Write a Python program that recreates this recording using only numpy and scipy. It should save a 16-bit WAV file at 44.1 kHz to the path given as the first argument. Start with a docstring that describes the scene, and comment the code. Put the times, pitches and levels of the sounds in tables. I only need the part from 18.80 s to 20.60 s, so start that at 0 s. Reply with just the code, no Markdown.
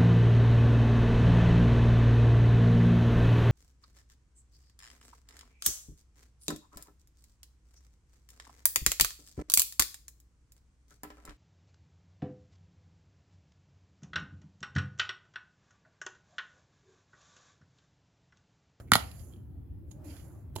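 """Under everything, from the start, lie the low rumble and hiss of a quiet bedroom (shaped noise); skin rubs on
plastic (bright noise) at the start, after the snaps and again later. Close by, a plastic disc case is opened: five
catches let go in quick succession, each ringing the case, cracking and thumping the lid. Hinge and lid tick and creak,
and later a finger sliding off squeaks (short pitched bursts). The case shifts on a quilt and flexes in the hand (noise
bands); near the end a finger taps it (knocks with cracks). In stereo, the microphone's right port hears more treble."""
import sys
import numpy as np
from scipy import signal
from scipy.fft import rfft, irfft
from scipy.io import wavfile
from scipy.ndimage import uniform_filter1d

SR = 44100
rng = np.random.default_rng(int(sys.argv[2]) if len(sys.argv) > 2 else 0)


def generate_wav(signal):
    """Clip the signal to [-1, 1] and save it as 16-bit WAV at the path in sys.argv[1]."""
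    frames = np.transpose(np.atleast_2d(signal))
    scaled = np.clip(frames, -1, 1) * 32767
    pcm = np.round(scaled).astype(np.int16)
    wavfile.write(sys.argv[1], SR, pcm)


N = 79380  # length in samples

# Room rumble and hiss: (f/Hz, level per Hz/dB), then left-right likeness: (f/Hz, likeness from 0 to 1)
FLOOR_COLOUR = [(20, -42), (32, -32), (45, -19), (65, 3.5), (115, -6.5), (150, -15), (240, -20.5),
                (330, -19.5), (450, -35), (700, -40), (1300, -51), (3000, -59.5), (7500, -72),
                (11000, -60.5), (16000, -57)]
FLOOR_LIKENESS = [(60, 0.93), (240, 0.69), (950, 0.12), (3770, 0.055), (15000, 0.08)]
# Case shifting on the quilt: (t/s, level/dB), then its colour: (f/Hz, level per Hz/dB)
SHUFFLE_LEVEL = [(0, -53), (.08, -80), (.3, -63), (.55, -70.5), (.9, -97), (1.1, -78.5), (1.27, -63),
                 (1.45, -63), (1.72, -74.5), (1.8, -52.5)]
SHUFFLE_COLOUR = [(200, -18), (400, -9.5), (600, -6), (900, -14), (1500, -17), (3000, -37)]
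# Case flexing in the hand: (t/s, low mode level/dB, upper mode level/dB)
FLEX_LEVELS = [(1.05, -100, -100), (1.15, -68, -66), (1.22, -60, -59.5), (1.29, -51, -59), (1.34, -56, -71),
               (1.5, -80, -100)]
# Colour of the low and the upper flexing mode: (f/Hz, level per Hz/dB)
FLEX_LOW_COLOUR = [(200, -31.5), (270, -5.5), (295, 4.5), (340, -9.5), (480, -47)]
FLEX_UPPER_COLOUR = [(450, -32.5), (560, -6), (600, 4.5), (680, -17.5), (900, -12), (1300, -49)]
# Skin on plastic: (t/s, level/dB), then its colour: (f/Hz, level per Hz/dB)
RUB_LEVEL = [(0, -65.5), (.07, -79.5), (.11, -74.5), (.2, -52.5), (.3, -61), (.42, -59.5), (.55, -69.5),
             (.66, -89.5), (1.05, -100), (1.12, -65.5), (1.17, -82), (1.234, -100), (1.247, -60),
             (1.33, -60), (1.45, -64.5), (1.62, -77.5), (1.7, -94), (1.75, -99.5), (1.77, -56.5),
             (1.8, -56)]
RUB_COLOUR = [(3000, -32), (5500, -17), (7200, -2), (8200, -22), (9500, -5), (10500, -3), (12000, -5.5),
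              (14300, -16), (16000, -23)]
# Lower part of the rubbing: (t/s, level/dB), then its colour: (f/Hz, level per Hz/dB)
SCRAPE_LEVEL = [(0, -58), (.06, -130), (.2, -49.5), (.45, -77), (.65, -104), (1.232, -105), (1.243, -69),
                (1.31, -61.5), (1.4, -66), (1.46, -77), (1.6, -92), (1.74, -100), (1.77, -78), (1.8, -70)]
SCRAPE_COLOUR = [(700, -28.5), (1400, -4.5), (2100, -1.5), (2600, -4.5), (3200, -2), (3700, -12),
                 (4700, -1.5), (6500, -17), (9000, -35)]
# Small ticks and creaks of hinge and lid, and from 1.236 s short squeaks of a finger sliding off the case:
# (t/s, level/dB, f/Hz, brightness/dB, burst length/s)
TICKS = [(0.064, -67.5, 2180, -13, 0.041), (0.3125, -54.5, 2960, 4.5, 0.0063), (0.389, -65, 4840, 1, 0.032),
         (0.49, -79, 3100, -5, .13), (0.492, -70, 6300, -9, .005), (0.523, -71, 3150, -3, 0.005),
         (0.5355, -62, 3250, -1, 0.003), (0.565, -70, 6500, 0, 0.005), (1.1081, -61, 830, -8.5, 0.021),
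         (1.1085, -57.5, 6740, -1, 0.013), (1.236, -71.5, 2550, -16, 0.065), (1.293, -67, 2740, 3, 0.036),
         (1.36, -67.5, 3320, 9, 0.019), (1.385, -65, 2900, -4, 0.033)]
# A finger landing on the open case: (t/s, knock level/dB, crack level/dB, burst length/s)
TAPS = [(1.7550, -61, -43.5, 0.0034), (1.7605, -26.5, -36.5, 0.0022), (1.7625, -22, -31, 0.0025),
        (1.785, -35, -53.5, 0.0056)]
# Modes of the open case on the quilt: (f/Hz, level/dB, t60/s)
TRAY_MODES = [(91.76, 1, 0.065), (168.3, -15, 0.0385), (355, -4, .035), (663, -9, 0.025), (872, -6, 0.031),
              (3190, -10, 0.016), (3960, -12, 0.014)]
# Catches letting go: (t/s, ring/dB, low modes/dB, high modes/dB, crack/dB, thump/dB, burst length/s)
SNAPS = [(0.118, -3.5, -3.5, 1, -16.5, -13.5, 0.0043), (0.1338, -11.5, -2, 12, -12.5, -31.5, 0.0044),
         (0.1384, -23.5, -5.5, 8, -23, -34, 0.008), (0.1538, -10, 8.5, 4, -18.5, -18.5, 0.0047),
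         (.1615, -25, -3, 7.5, -27, -35, 0.0045)]
# Ringing modes of the case, then drumming modes of the lid: (f/Hz, level/dB, t60/s)
CASE_MODES = [(795, 1.5, 0.014), (1250, 5.5, 0.019), (1411, 4, 0.059), (1920, -3, .03), (2271, -5.5, 0.038),
              (2984, -0.5, 0.01), (3660, -14, .02), (4500, -10.5, 0.06), (4460, -14.5, 0.039)]
LID_MODES = [(107.4, -3.5, 0.042), (166.2, 0, 0.027), (216, 1, 0.022), (299, -3, 0.012)]
# Colour of the cracks: (f/Hz, level/dB)
CRACK_COLOUR = [(500, -43), (1500, -19), (2500, -15.5), (3200, -6), (4500, -6.5), (5800, -14.5),
                (7200, -7.5), (8300, -22), (9800, -5), (12000, -14.5), (16000, -21.5)]
# Left-right likeness of close blows: (f/Hz, likeness from 0 to 1)
NEAR_LIKENESS = [(300, 0.91), (1500, 1), (4000, 0.92), (12000, 0.44)]
# How fast the room's echo dies: (f/Hz, t60/s)
ROOM_DECAY = [(100, 0.1013), (500, 0.42), (1500, .22), (5000, 0.2), (12000, 0.21)]
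# Left port compared with the right one: (f/Hz, level/dB)
LEFT_PORT = [(60, -3), (200, -7.5), (640, 0), (1410, 0), (2500, -1.5), (4500, -15), (8000, -21.5),
             (15000, -11.5)]

FLOOR_DB, RUB_LIKENESS = -42.5, 0.15
LUMPY_DB = 10.5  # spread of the loudness within a burst
TICK_T60_S = 0.014
THUMP_LAG_S, THUMP_RISE_S = 0.0042, 0.0096
LOW_BELOW_HZ, HIGH_ABOVE_HZ = 1000, 1600  # which case modes count as low or high
CASE_LOW_HZ = 623
DAMPED_DB = -22  # what rings on once the fingers damp the lid
ROOM_DB, ROOM_GAP_S = -11, 0.0036
LEFT_LAG_S = 0.00008
BASS_CUT_HZ, EDGE_HZ = 79, 16100


def amp(db):
    """Turn decibels into a gain."""
    return 10 ** (np.asarray(db) / 20)


def evened(x):
    """Scale to rms 1."""
    return x / np.sqrt(np.mean(x ** 2) + 1e-20)


def read(points, hz):
    """Read a table between its points, along a logarithmic pitch axis."""
    f, value = np.transpose(points)
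    return np.interp(np.log(hz + 1), np.log(f + 1), value)


def level(curve, order=1):
    """Turn one dB column of a time curve into a gain for each sample."""
    columns = np.transpose(curve)
    return amp(np.interp(np.arange(N) / SR, columns[0], columns[order]))


def add(mix, s, sound):
    """Add a sound to the mix from time s on, cut at the end."""
    part = mix[..., round(s * SR):][..., :sound.shape[-1]]
    part += sound[..., :part.shape[-1]]


def causal(points):
    """Filter with the given colour that acts as early as possible (minimum phase), energy 1."""
    log_gain = np.log(amp(read(points, abs(np.fft.fftfreq(2048, 1 / SR)))))
    phase = -signal.hilbert(log_gain).imag
    taps = np.fft.ifft(np.exp(log_gain + 1j * phase)).real[:1024]
    return taps / np.linalg.norm(taps)


def ring(modes):
    """Sum of dying sines, neighbours in opposite sign, energy 1."""
    t = np.arange(6000) / SR
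    x = 0
    for k, (hz, db, t60) in enumerate(modes):
        x = x + (-1) ** k * amp(db - 60 * t / t60) * np.sin(2 * np.pi * hz * t)
    return x / np.linalg.norm(x)


def in_step(modes):
    """Low modes all pushed the same way, peak 1."""
    x = sum(amp(db) * np.sqrt(t60 / 2) * ring([(hz, 0, t60)]) for hz, db, t60 in modes)
    return x / abs(x).max()


def noise(colour, likeness, size, patchy_db):
    """Stereo noise from random short-time spectra with drifting patches (sign of patchy_db is free), rms 1."""
    frames, hz = 4 * N // size + 5, np.fft.rfftfreq(size, 1 / SR)
    a, b, c, d, patches = rng.standard_normal((frames, len(hz), 5)).T
    patches = uniform_filter1d(patches, size=8, axis=0)  # smooth across pitch
    patches = evened(uniform_filter1d(patches, size=8, axis=1))  # smooth across time
    likeness = np.clip(likeness * np.ones(len(hz)), -1, 1)[:, None]
    left = a + 1j * b
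    right = likeness * left + np.sqrt(1 - likeness ** 2) * (c + 1j * d)
    spectra = np.array([left, right])
    spectra *= amp(read(colour, hz)[:, None] + patchy_db * patches)
    return evened(signal.istft(spectra, nperseg=size, noverlap=3 * size // 4)[1][:, :N])


def room_floor():
    """Room rumble and microphone hiss: steady noise, more alike on both sides in the bass."""
    likeness = read(FLOOR_LIKENESS, np.fft.rfftfreq(2048, 1 / SR))
    return amp(FLOOR_DB) * noise(FLOOR_COLOUR, likeness, size=2048, patchy_db=-2.5)


def shuffling():
    """The case shifting on the quilt: soft noise, mostly from 200 to 1500 Hz."""
    return level(SHUFFLE_LEVEL) * noise(SHUFFLE_COLOUR, 0.6, size=512, patchy_db=2.5)


def flexing():
    """The case flexing in the hand: two narrow noise bands near 295 and 600 Hz."""
    low = level(FLEX_LEVELS) * noise(FLEX_LOW_COLOUR, 1.0, size=2048, patchy_db=0.0)
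    upper = level(FLEX_LEVELS, order=2) * noise(FLEX_UPPER_COLOUR, 0.44, size=1024, patchy_db=-2.5)
    return low + upper


def rubbing():
    """A hand sliding over plastic: bright noise plus a lower scrape."""
    bright = level(RUB_LEVEL) * noise(RUB_COLOUR, RUB_LIKENESS, size=256, patchy_db=1.2)
    scrape = level(SCRAPE_LEVEL) * noise(SCRAPE_COLOUR, RUB_LIKENESS, size=512, patchy_db=2.5)
    return bright + scrape


def burst(length):
    """A short spell of lumpy slipping: noise in three independent strands."""
    grain, lumps = rng.standard_normal((2, 3, 8192))
    t = np.arange(8192) / SR
    shape = np.minimum(4 * t / length, 1) * np.exp(-(t / length) ** 3)
    lumps = evened(uniform_filter1d(lumps[0], size=16))  # all strands share the lumps
    slips = shape * grain * amp(LUMPY_DB * lumps)
    return slips * np.linalg.norm(shape) / np.linalg.norm(slips, axis=1, keepdims=True)


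def crackle(db, length):
    """A crack: a burst of slipping filtered to the crack colour."""
    return signal.fftconvolve(burst(length), (amp(db) * causal(CRACK_COLOUR))[None])


def ticks(out):
    """Ticks, creaks and finger squeaks: each burst of slipping pings one mode, with some crack on top."""
    for s, level_db, hz, bright_db, length in TICKS:
        ping = ring([(hz, 0, TICK_T60_S)])
        add(out, s, amp(level_db) * signal.fftconvolve(burst(length), ping[None]))
        add(out, s, crackle(level_db + bright_db, length))


def taps(out):
    """A finger landing on the case: a crack, and a knock on the modes of the open case."""
    tray = in_step(TRAY_MODES)
    for s, knock_db, crack_db, length in TAPS:
        add(out, s, crackle(crack_db, length))
        add(out[0], s, amp(knock_db) * tray)


def thud(modes):
    """A soft push into low modes: the ringing swells in gently, peak 1."""
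    x = in_step(modes) * (1 - np.exp(-np.arange(6000) / SR / THUMP_RISE_S))
    return x / abs(x).max()


def case(low_db, high_db, length):
    """Case modes weighted by where the catch sits, struck by a short slip and soon damped, peak 1."""
    modes = []
    for hz, db, t60 in CASE_MODES:
        weight_db = low_db * (hz < LOW_BELOW_HZ) + high_db * (hz > HIGH_ABOVE_HZ)
        modes.append((hz, db + weight_db, t60))
    bass_cut = signal.butter(3, CASE_LOW_HZ, "high", fs=SR, output="sos")  # keeps the ringing free of bass
    x = signal.sosfilt(bass_cut, ring(modes))
    slip = abs(burst(0.0002)[:, :64])
    x = signal.fftconvolve(slip, x[None])
    t = np.arange(x.shape[1]) / SR
    damping = np.exp(-(t / length) ** 4) + amp(DAMPED_DB)
    x = x * np.minimum(t / 0.001, 1) * damping  # fades in over 1 ms
    return x / abs(x).max()


def snaps(out):
    """Catches letting go: each rings the case and cracks; the lid thumps a moment later."""
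    for s, ring_db, low_db, high_db, crack_db, thump_db, length in SNAPS:
        add(out, s, amp(ring_db) * case(low_db, high_db, length))
        add(out, s, crackle(crack_db, length))
        add(out[0], s + THUMP_LAG_S, amp(thump_db) * thud(LID_MODES))


def blows():
    """All ticks, taps and snaps together, in three strands."""
    out = np.zeros((3, N))
    ticks(out)
    taps(out)
    snaps(out)
    return out


def at_ports(strands):
    """One strand is shared by both ports, the others reach one port each."""
    z = rfft(strands)
    likeness = np.clip(read(NEAR_LIKENESS, np.fft.rfftfreq(N, 1 / SR)), 0, 1)
    return irfft(np.sqrt(likeness) * z[0] + np.sqrt(1 - likeness) * z[1:], N)


def room(x):
    """Room echo: sparse taps of random sign, each band dying at its own speed."""
    echoes = np.zeros((2, SR // 2))
    start = np.arange(round(ROOM_GAP_S * SR), SR // 2 - 20, 20)  # one tap in every 20 samples
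    places = start + rng.integers(0, 20, (2, len(start)))
    signs = rng.choice([-1., 1.], (2, len(start)))
    np.put_along_axis(echoes, places, signs, 1)
    hz, t, z = signal.stft(echoes, SR, nperseg=512)
    decay = amp(-60 * t / read(ROOM_DECAY, hz)[:, None])
    tail = signal.istft(z * decay, SR, nperseg=512)[1]
    return signal.fftconvolve(x, tail / np.linalg.norm(tail[0]), axes=1)[:, :N]


def shaded(x):
    """The left port is shaded, mostly in the treble, and reached a little later; total power is kept."""
    hz = np.fft.rfftfreq(N, 1 / SR)
    left_to_right = amp(read(LEFT_PORT, hz))
    right = np.sqrt(2 / (1 + left_to_right ** 2))
    left = right * left_to_right * np.exp(-2j * np.pi * hz * LEFT_LAG_S)
    return irfft(rfft(x) * [left, right], N)


def scene():
    """Blows with their echo and rubbing near the ports, over shuffling, flexing and the room."""
    background = room_floor() + shuffling() + flexing()
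    near = at_ports(blows())
    return background + shaded(rubbing() + near + amp(ROOM_DB) * room(near))


def record(dry):
    """The microphone's bass roll-off, then a limit at the top of the treble."""
    dry = signal.sosfilt(signal.butter(2, BASS_CUT_HZ, "high", fs=SR, output="sos"), dry)
    treble_limit = signal.firwin(767, EDGE_HZ, window=("kaiser", 10), fs=SR)
    return signal.oaconvolve(dry, treble_limit[None], "same")


dry = scene()
out = record(dry)
generate_wav(out)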